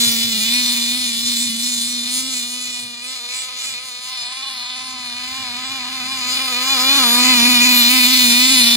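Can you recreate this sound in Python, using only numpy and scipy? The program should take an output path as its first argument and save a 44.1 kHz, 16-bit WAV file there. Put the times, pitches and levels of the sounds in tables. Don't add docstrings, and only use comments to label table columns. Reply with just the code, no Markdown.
import sys
import numpy as np
from scipy import signal
from scipy.fft import rfft, irfft
from scipy.io import wavfile
from scipy.ndimage import uniform_filter1d, map_coordinates

SR = 44100
rng = np.random.default_rng(int(sys.argv[2]) if len(sys.argv) > 2 else 0)


def master_out(mix):
    frames = np.transpose(np.atleast_2d(mix))
    ceiling = np.clip(frames, -1, 1)
    pcm = np.round(ceiling * 32767).astype(np.int16)
    wavfile.write(sys.argv[1], SR, pcm)


def volts(x):
    e = np.asarray(x, float) / 20
    return 10 ** e


N = 386316

# bite_s, bite_rate_hz, drag_s, rate_after_drag_hz
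BITES = [(.04, 236, 0.14, 228.1), (.28, 234.5, 0.11, 212.6), (0.569, 246.3, 0.28, 235.7),
         (0.998, 251.6, 0.14, 230.2), (1.32, 242, 0.05, 231.8), (1.46, 244.2, 0.064, 224.3),
         (1.69, 246.8, .11, 233.8), (1.921, 244.8, .1, 239), (2.291, 262.5, 0.12, 238.2),
         (2.599, 249.6, 0.39, 239.6), (3.13, 260.5, 0.094, 238.7), (3.4, 258.4, .2, 249.7),
         (3.699, 270.2, 0.057, 242.8), (3.848, 260.1, 0.081, 244.3), (4.13, 257.4, 0.081, 237.8),
         (4.46, 270.7, .13, 245.3), (4.92, 257.6, .2, 241.2), (5.4, 264, .11, 241.4),
         (5.741, 267.8, 0.0885, 246.3), (5.949, 262.5, 0.081, 249.2), (6.12, 267.8, 0.122, 248.5),
         (6.43, 265.3, .12, 242.5), (6.73, 272.7, .05, 248), (6.96, 281.2, .11, 233.4),
         (7.291, 256, 0.12, 234.2), (7.5, 249.9, 0.094, 238.9), (7.68, 251.5, .17, 236.7),
         (7.951, 258, 0.093, 243.6), (8.12, 257.5, 0.2, 237), (8.53, 266, .11, 234.5)]
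# time_s, loudness_db, nose_to_camera (0-1), pipe_side_to_camera (0-1), outlet_hidden_db
LAP = [(0, -19.5, .1, 0.94, -2), (.35, -23, 0, 0.86, -1.5), (.6, -20.5, 0.13, 0.57, -3),
       (1.1, -25, 0.07, 0.69, -3), (1.5, -26.5, 0, .75, 3), (2.2, -29.5, 0.33, 0.7, -0.5),
       (2.95, -36.5, 0.61, 0.71, -4), (3.3, -33.5, 0.58, 0.79, -21), (3.95, -34.5, 0.61, 0.73, -25),
       (4.25, -31, 0.86, 0, -29), (4.9, -33, 0.94, .05, -8), (5.5, -30.5, 1, .15, -8.5),
       (6.0, -30.5, 1, 0.17, -4.5), (6.5, -25, 0.88, 0.55, -9.5), (7.0, -16, 0.94, 0.48, -5.5),
       (7.45, -16, 0.7, .4, 1.5), (8.0, -16.5, 0.43, 0.43, -1), (8.76, -16, 0.29, 0.54, -1.5)]
# time_s, flare_db
HOPS = [(.02, 5), (1.3, 3), (1.42, 5.5), (1.68, 7.5), (1.88, 6.5), (2.17, 10), (2.38, 11), (2.52, 2.5),
        (2.66, 9.5), (2.8, 8.5), (3.11, 6.5), (3.38, 10.5), (3.67, 10.5), (3.86, 2.5), (4.1, 1), (5.0, -1),
        (5.33, 2.5), (5.95, 0.5), (6.1, 1), (6.34, 5.5), (6.93, 0.5), (8.22, -0.5), (8.49, 0)]
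# time_s, glint_db
GLINTS = [
    (.25, 1),
    (2.0, -8),
    (3.4, 11),
    (4.25, 12),
    (6.18, 16),
    (6.36, 15),
    (6.75, 10),
    (8.25, 8),
]
# pitch_hz, width_hz, level_db
PIPE_DRONE = [(704, 550, -2.5), (1059, 152, 7.5), (1269, 94, 0.5)]
# pitch_hz, width_hz, level_db
RING_LOW = [(1730, 100, -36), (2064, 58, 5.5), (2465, 116, 15.5), (3003, 200, 5.5)]
RING_MIDDLE = [(3587, 202, 13), (4074, 193, 13), (4750, 230, -3)]
RING_HIGH = [(5074, 87, -10.5)]
# pitch_hz, width_hz, level_db
RASP = [(5423, 103, 15), (5816, 100, 13), (6980, 1050, 10.5), (7770, 390, 11), (8930, 970, 7.5),
        (9844, 117, 11.5), (9770, 190, 8), (10870, 900, -7)]
# pitch_hz, width_hz, level_db
SIZZLE = [(12800, 750, 0.5), (13500, 410, -2), (15300, 1300, -9)]
# start_s, peak_db
BUMPS = [(0.06, -32), (0.238, -38), (0.528, -49), (0.597, -48), (1.028, -51), (1.453, -44), (1.615, -53),
         (2.822, -48), (3.7, -55), (3.839, -60), (4.213, -53), (5.313, -49), (5.687, -48), (6.712, -50),
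         (8.226, -39), (8.539, -51)]
# pitch_hz, level_db (per Hz)
AIR_COLOUR = [(15, -31), (25, -12), (27, -15), (36, -4), (113, 0.5), (156, -0.5), (190, -3.5), (250, 8.5),
              (420, -120)]
# time_s, rise_db
GUSTS = [
    (1.2, 3.14),
    (3.7, 4.14),
    (5.45, 6.83),
    (6.1, 6.4),
    (7.3, 3.06),
]
# time_s, right_port_lead_samples, low_modes_lifted_by_snow_bounce_db
AIM = [(0, -1.5, -8), (.55, 0.46, -3), (1.1, 0, -6.5), (2.2, 0.1, -5.5), (2.8, -0.34, -2.5),
       (3.7, -1.2, -1), (4.6, 1.73, -3.5), (5.1, 0, -1.5), (5.6, -1, 0), (6.6, -1, -1), (7.0, -2, -7),
       (7.3, -2, -0.5), (7.6, -1.97, -1), (7.9, -.5, 1), (8.76, 1.5, -2.5)]
# pitch_hz, width_hz, left_minus_right_db
PORT_SHADOW = [(250, 250, -6), (700, 300, -3), (1800, 400, 2), (2850, 280, -15), (3400, 300, -2),
               (4200, 300, 4), (4750, 330, 10), (5900, 450, -7), (7600, 500, -7), (10200, 800, 8),
               (15100, 600, -9)]
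# pitch_hz, lead_radians
PORT_LEAD = [(1400, 0), (2300, 1.4), (2900, 4.8), (4700, 4.8), (4900, 8.2), (5450, 3.2), (5800, 1.3),
             (6300, .5), (7100, 1.3), (8000, .2), (9000, -1.3), (9800, -.5), (12000, -11.3), (16000, -11.5)]


def engine():
    mix = layers()
    turns = crank(revs())
    echo_turns = 0.47
    pulses = level(firings(turns, scatter_db=1.3, slip_s=7e-6), 0)
    echo_clock = turns + 1 - echo_turns + 0.008 * walk(6)
    echoes = level(firings(echo_clock, scatter_db=2.5, slip_s=1.6e-5), 0)
    gas = exhaust_gas(turns)
    return (boom(turns, mix) + drone(pulses, gas, mix) + roar(gas, mix) + wheeze(gas, mix)
            + ring(pulses, echoes, gas, mix) + rasp(pulses, echoes, gas, mix))


def revs():
    climb_bend, last_climb_s, flywheel_s = 1.15, 0.8, 0.016
    s, top_hz, drag_s, low_hz = np.transpose(BITES)
    times = np.append(np.ravel([s, s + drag_s], "F"), s[-1] + last_climb_s)
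    rates = np.append(np.ravel([top_hz, low_hz], "F"), top_hz.mean())
    place = np.interp(np.arange(N) / SR, times, np.arange(len(times)))
    leg, part = place.astype(int), place % 1
    climbing = leg % 2
    place = leg + np.where(climbing, 1 - (1 - part) ** climb_bend, part)
    return uniform_filter1d(np.interp(place, np.arange(len(rates)), rates), int(flywheel_s * SR))


def crank(hz):
    noise = rng.standard_normal((2, N))
    wheel_rate = [(22, 14, 0)]
    shudder = level(modes(modes(noise[0], wheel_rate), wheel_rate), 0)
    burns = level(steep(noise[1], 75, "low"), 0)
    return np.cumsum(hz * (1 + 0.012 * shudder + 0.005 * burns)) / SR


def firings(turns, scatter_db, slip_s):
    chance = rng.standard_normal((N // 100, 2))
    whole = np.arange(1, int(turns[-1]))
    at = np.interp(whole, turns, np.arange(N)) + slip_s * SR * chance[whole, 0]
    taps = np.floor(at)[:, None].astype(int) + np.arange(-7, 9)
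    away = taps - at[:, None]
    strength = volts(scatter_db * chance[whole, 1])[:, None]
    click = np.sinc(away) * np.cos(np.pi * away / 16) ** 2 * strength
    out = np.zeros(N + 32)
    np.add.at(out, np.clip(taps, 0, N + 31), click)
    return out[:N]


def exhaust_gas(turns):
    opening = np.exp(-(turns % 1) / 3.3)
    returning = np.exp(-((turns - 0.48) % 1) / 0.14)
    noise = rng.standard_normal((3, N))
    return level((opening + returning + 0.19) * (noise[0] + 2.6 * noise[1:]), 0)


def boom(turns, mix):
    uneven = level(steep(rng.standard_normal(N), 62, "low"), 0)
    strength = volts(0.5 * uneven + 0.84 * walk(25))
    first = np.sqrt(2) * np.sin(2 * np.pi * turns) * strength * volts(mix["boom"])
    second_db = mix["drone"] + mix["second"] + 0.74 * walk(13)
    second = np.sqrt(2) * np.sin(4 * np.pi * turns + 1) * strength ** 2 * volts(second_db)
    return first + second


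def drone(pulses, gas, mix):
    hum = pulses + volts(-17) * gas
    low = volts(mix["drone_low"]) * modes(hum, PIPE_DRONE[:1], flicker_db=1.6)
    middle = modes(hum, PIPE_DRONE[1:2], flicker_db=1.6)
    top = volts(mix["drone_top"]) * modes(hum, PIPE_DRONE[2:], flicker_db=1.6)
    sound = steep(steep(low - middle + top, 640, "high"), 1400, "low")
    return level(sound, 0) * volts(mix["drone"])


def roar(gas, mix):
    rush = modes(gas, [(308, 210, -1.5), (646, 610, 0)], sign=-0.9)
    return level(rush, -21) * volts(0.11 * mix["boom"] + 0.47 * mix["drone"] + 0.44 * mix["ring"])


def wheeze(gas, mix):
    gulp = modes(gas.sum(axis=0) + 1.1 * gas, [(1643, 380, 0)])
    return level(gulp, -7) * volts(mix["drone"])


def ring(pulses, echoes, gas, mix):
    blow = pulses + 0.45 * echoes + volts(-12 - 0.2 * (mix["second"] + 11)) * gas
    sound = modes(blow, RING_MIDDLE, flicker_db=1.27)
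    sound = sound + volts(mix["ring_low"]) * modes(blow, RING_LOW, flicker_db=1.5)
    sound -= volts(mix["ring_high"]) * modes(blow, RING_HIGH, flicker_db=5.0)
    sound = steep(steep(steep(sound, 1600, "high"), 1850, "high"), 5500, "low")
    return level(sound, 0) * volts(mix["ring"] + 4.0)


def rasp(pulses, echoes, gas, mix):
    spit = pulses + 0.6 * echoes + volts(-5) * gas
    sound = modes(spit, RASP, sign=-1.012, flicker_db=2.5)
    sound = sound - volts(mix["sizzle"]) * modes(spit, SIZZLE, sign=-1.46, flicker_db=2.5)
    return level(steep(sound, 5100, "high"), 0) * volts(mix["rasp"] + 4.5)


def layers():
    loud_db, nose, flank, hidden_db = curves(LAP)
    hop_db = swells(HOPS, 0.08)
    return {
        "boom": loud_db - 6 + hidden_db,
        "drone": loud_db - 23 + 18.5 * nose,
        "ring": loud_db + 0.31 * hop_db,
        "rasp": loud_db - 4.5 - 4.5 * nose + hop_db,
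        "second": -26.5 + 26.5 * flank,
        "drone_low": 6.5 - 5.5 * nose,
        "drone_top": 0.5 + 10.5 * flank,
        "ring_low": curves(AIM)[1],
        "ring_high": 4 + 9.5 * nose + swells(GLINTS, 0.11),
        "sizzle": -1.5 + nose + (loud_db + 27),
    }


def bumps():
    pitch_hz, onset_s, fade_60db_s = 117, 0.011, 0.17
    out, t = np.zeros(N + SR), np.arange(SR // 2) / SR
    fade = np.exp(-np.log(1000) * t / fade_60db_s)
    thud = (1 - np.exp(-t / onset_s)) * fade * np.sin(2 * np.pi * pitch_hz * t)
    for s, db in BUMPS:
        start = int(s * SR)
        out[start:start + len(t)] += volts(db + 8.0) * thud
    return out[:N]


def air(near_db):
    f = np.maximum(np.fft.rfftfreq(N, 1 / SR), 1)
    hz, db = np.transpose(AIR_COLOUR)
    colour = volts(np.interp(np.log(f), np.log(hz), db))
    noise = rng.standard_normal((3, N))
    rumble = irfft(rfft(noise[0] + noise[1:]) * colour, N)
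    return level(rumble, -31.5) * volts(0.6 * near_db + walk(9) + swells(GUSTS, 0.26))


def modes(x, table, sign=1, flicker_db=0):
    out = 0
    for k, (hz, width, db) in enumerate(table):
        b, a = signal.iirpeak(hz, hz / width, SR)
        out = out + sign ** k * volts(db + flicker_db * walk(22)) * signal.lfilter(b, a, x)
    return out


def walk(rate):
    knots = rng.standard_normal(N // 200)
    ramps = np.interp(np.arange(N) * rate / SR, np.arange(len(knots)), knots)
    return 1.24 * uniform_filter1d(ramps, int(SR / rate / 2))


def swells(table, half_s):
    t = np.arange(N) / SR
    return sum(db * np.exp(-((t - s) / half_s) ** 2) for s, db in table)


def curves(table):
    s, *columns = np.transpose(table)
    return [np.interp(np.arange(N) / SR, s, c) for c in columns]


def level(x, db):
    return x * volts(db) / np.sqrt(np.mean(x ** 2))


def steep(x, hz, kind):
    return signal.sosfilt(signal.butter(4, hz, kind, fs=SR, output="sos"), x)


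def scene():
    mix = layers()
    return engine() + bumps() + air(0.76 * mix["ring"] + 0.34 * mix["boom"])


def low_pass(x):
    return signal.sosfilt(signal.butter(12, 16650, fs=SR, output="sos"), x)


def record(dry):
    f = np.fft.rfftfreq(N, 1 / SR)
    tilt_db = sum(db * np.exp(-((f - hz) / width) ** 2) for hz, width, db in PORT_SHADOW)
    lead = np.interp(f, *np.transpose(PORT_LEAD))
    half = volts(tilt_db / 2) * np.exp(-0.5j * lead)
    ports = irfft(rfft(dry) * np.array([half, 1 / half]), N)
    lag = curves(AIM)[0] / 2
    ports = [map_coordinates(port, [np.arange(N) + side * lag], order=3, mode="nearest")
             for port, side in zip(ports, (-1, 1))]
    flattened = 1.03 * np.tanh(np.array(ports) / 1.09)
    top = signal.ellip(16, 0.2, 80, 15730, fs=SR, output="sos")
    return low_pass(np.clip(signal.sosfilt(top, flattened), -1, 1))


dry = scene()
out = record(dry)
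master_out(out)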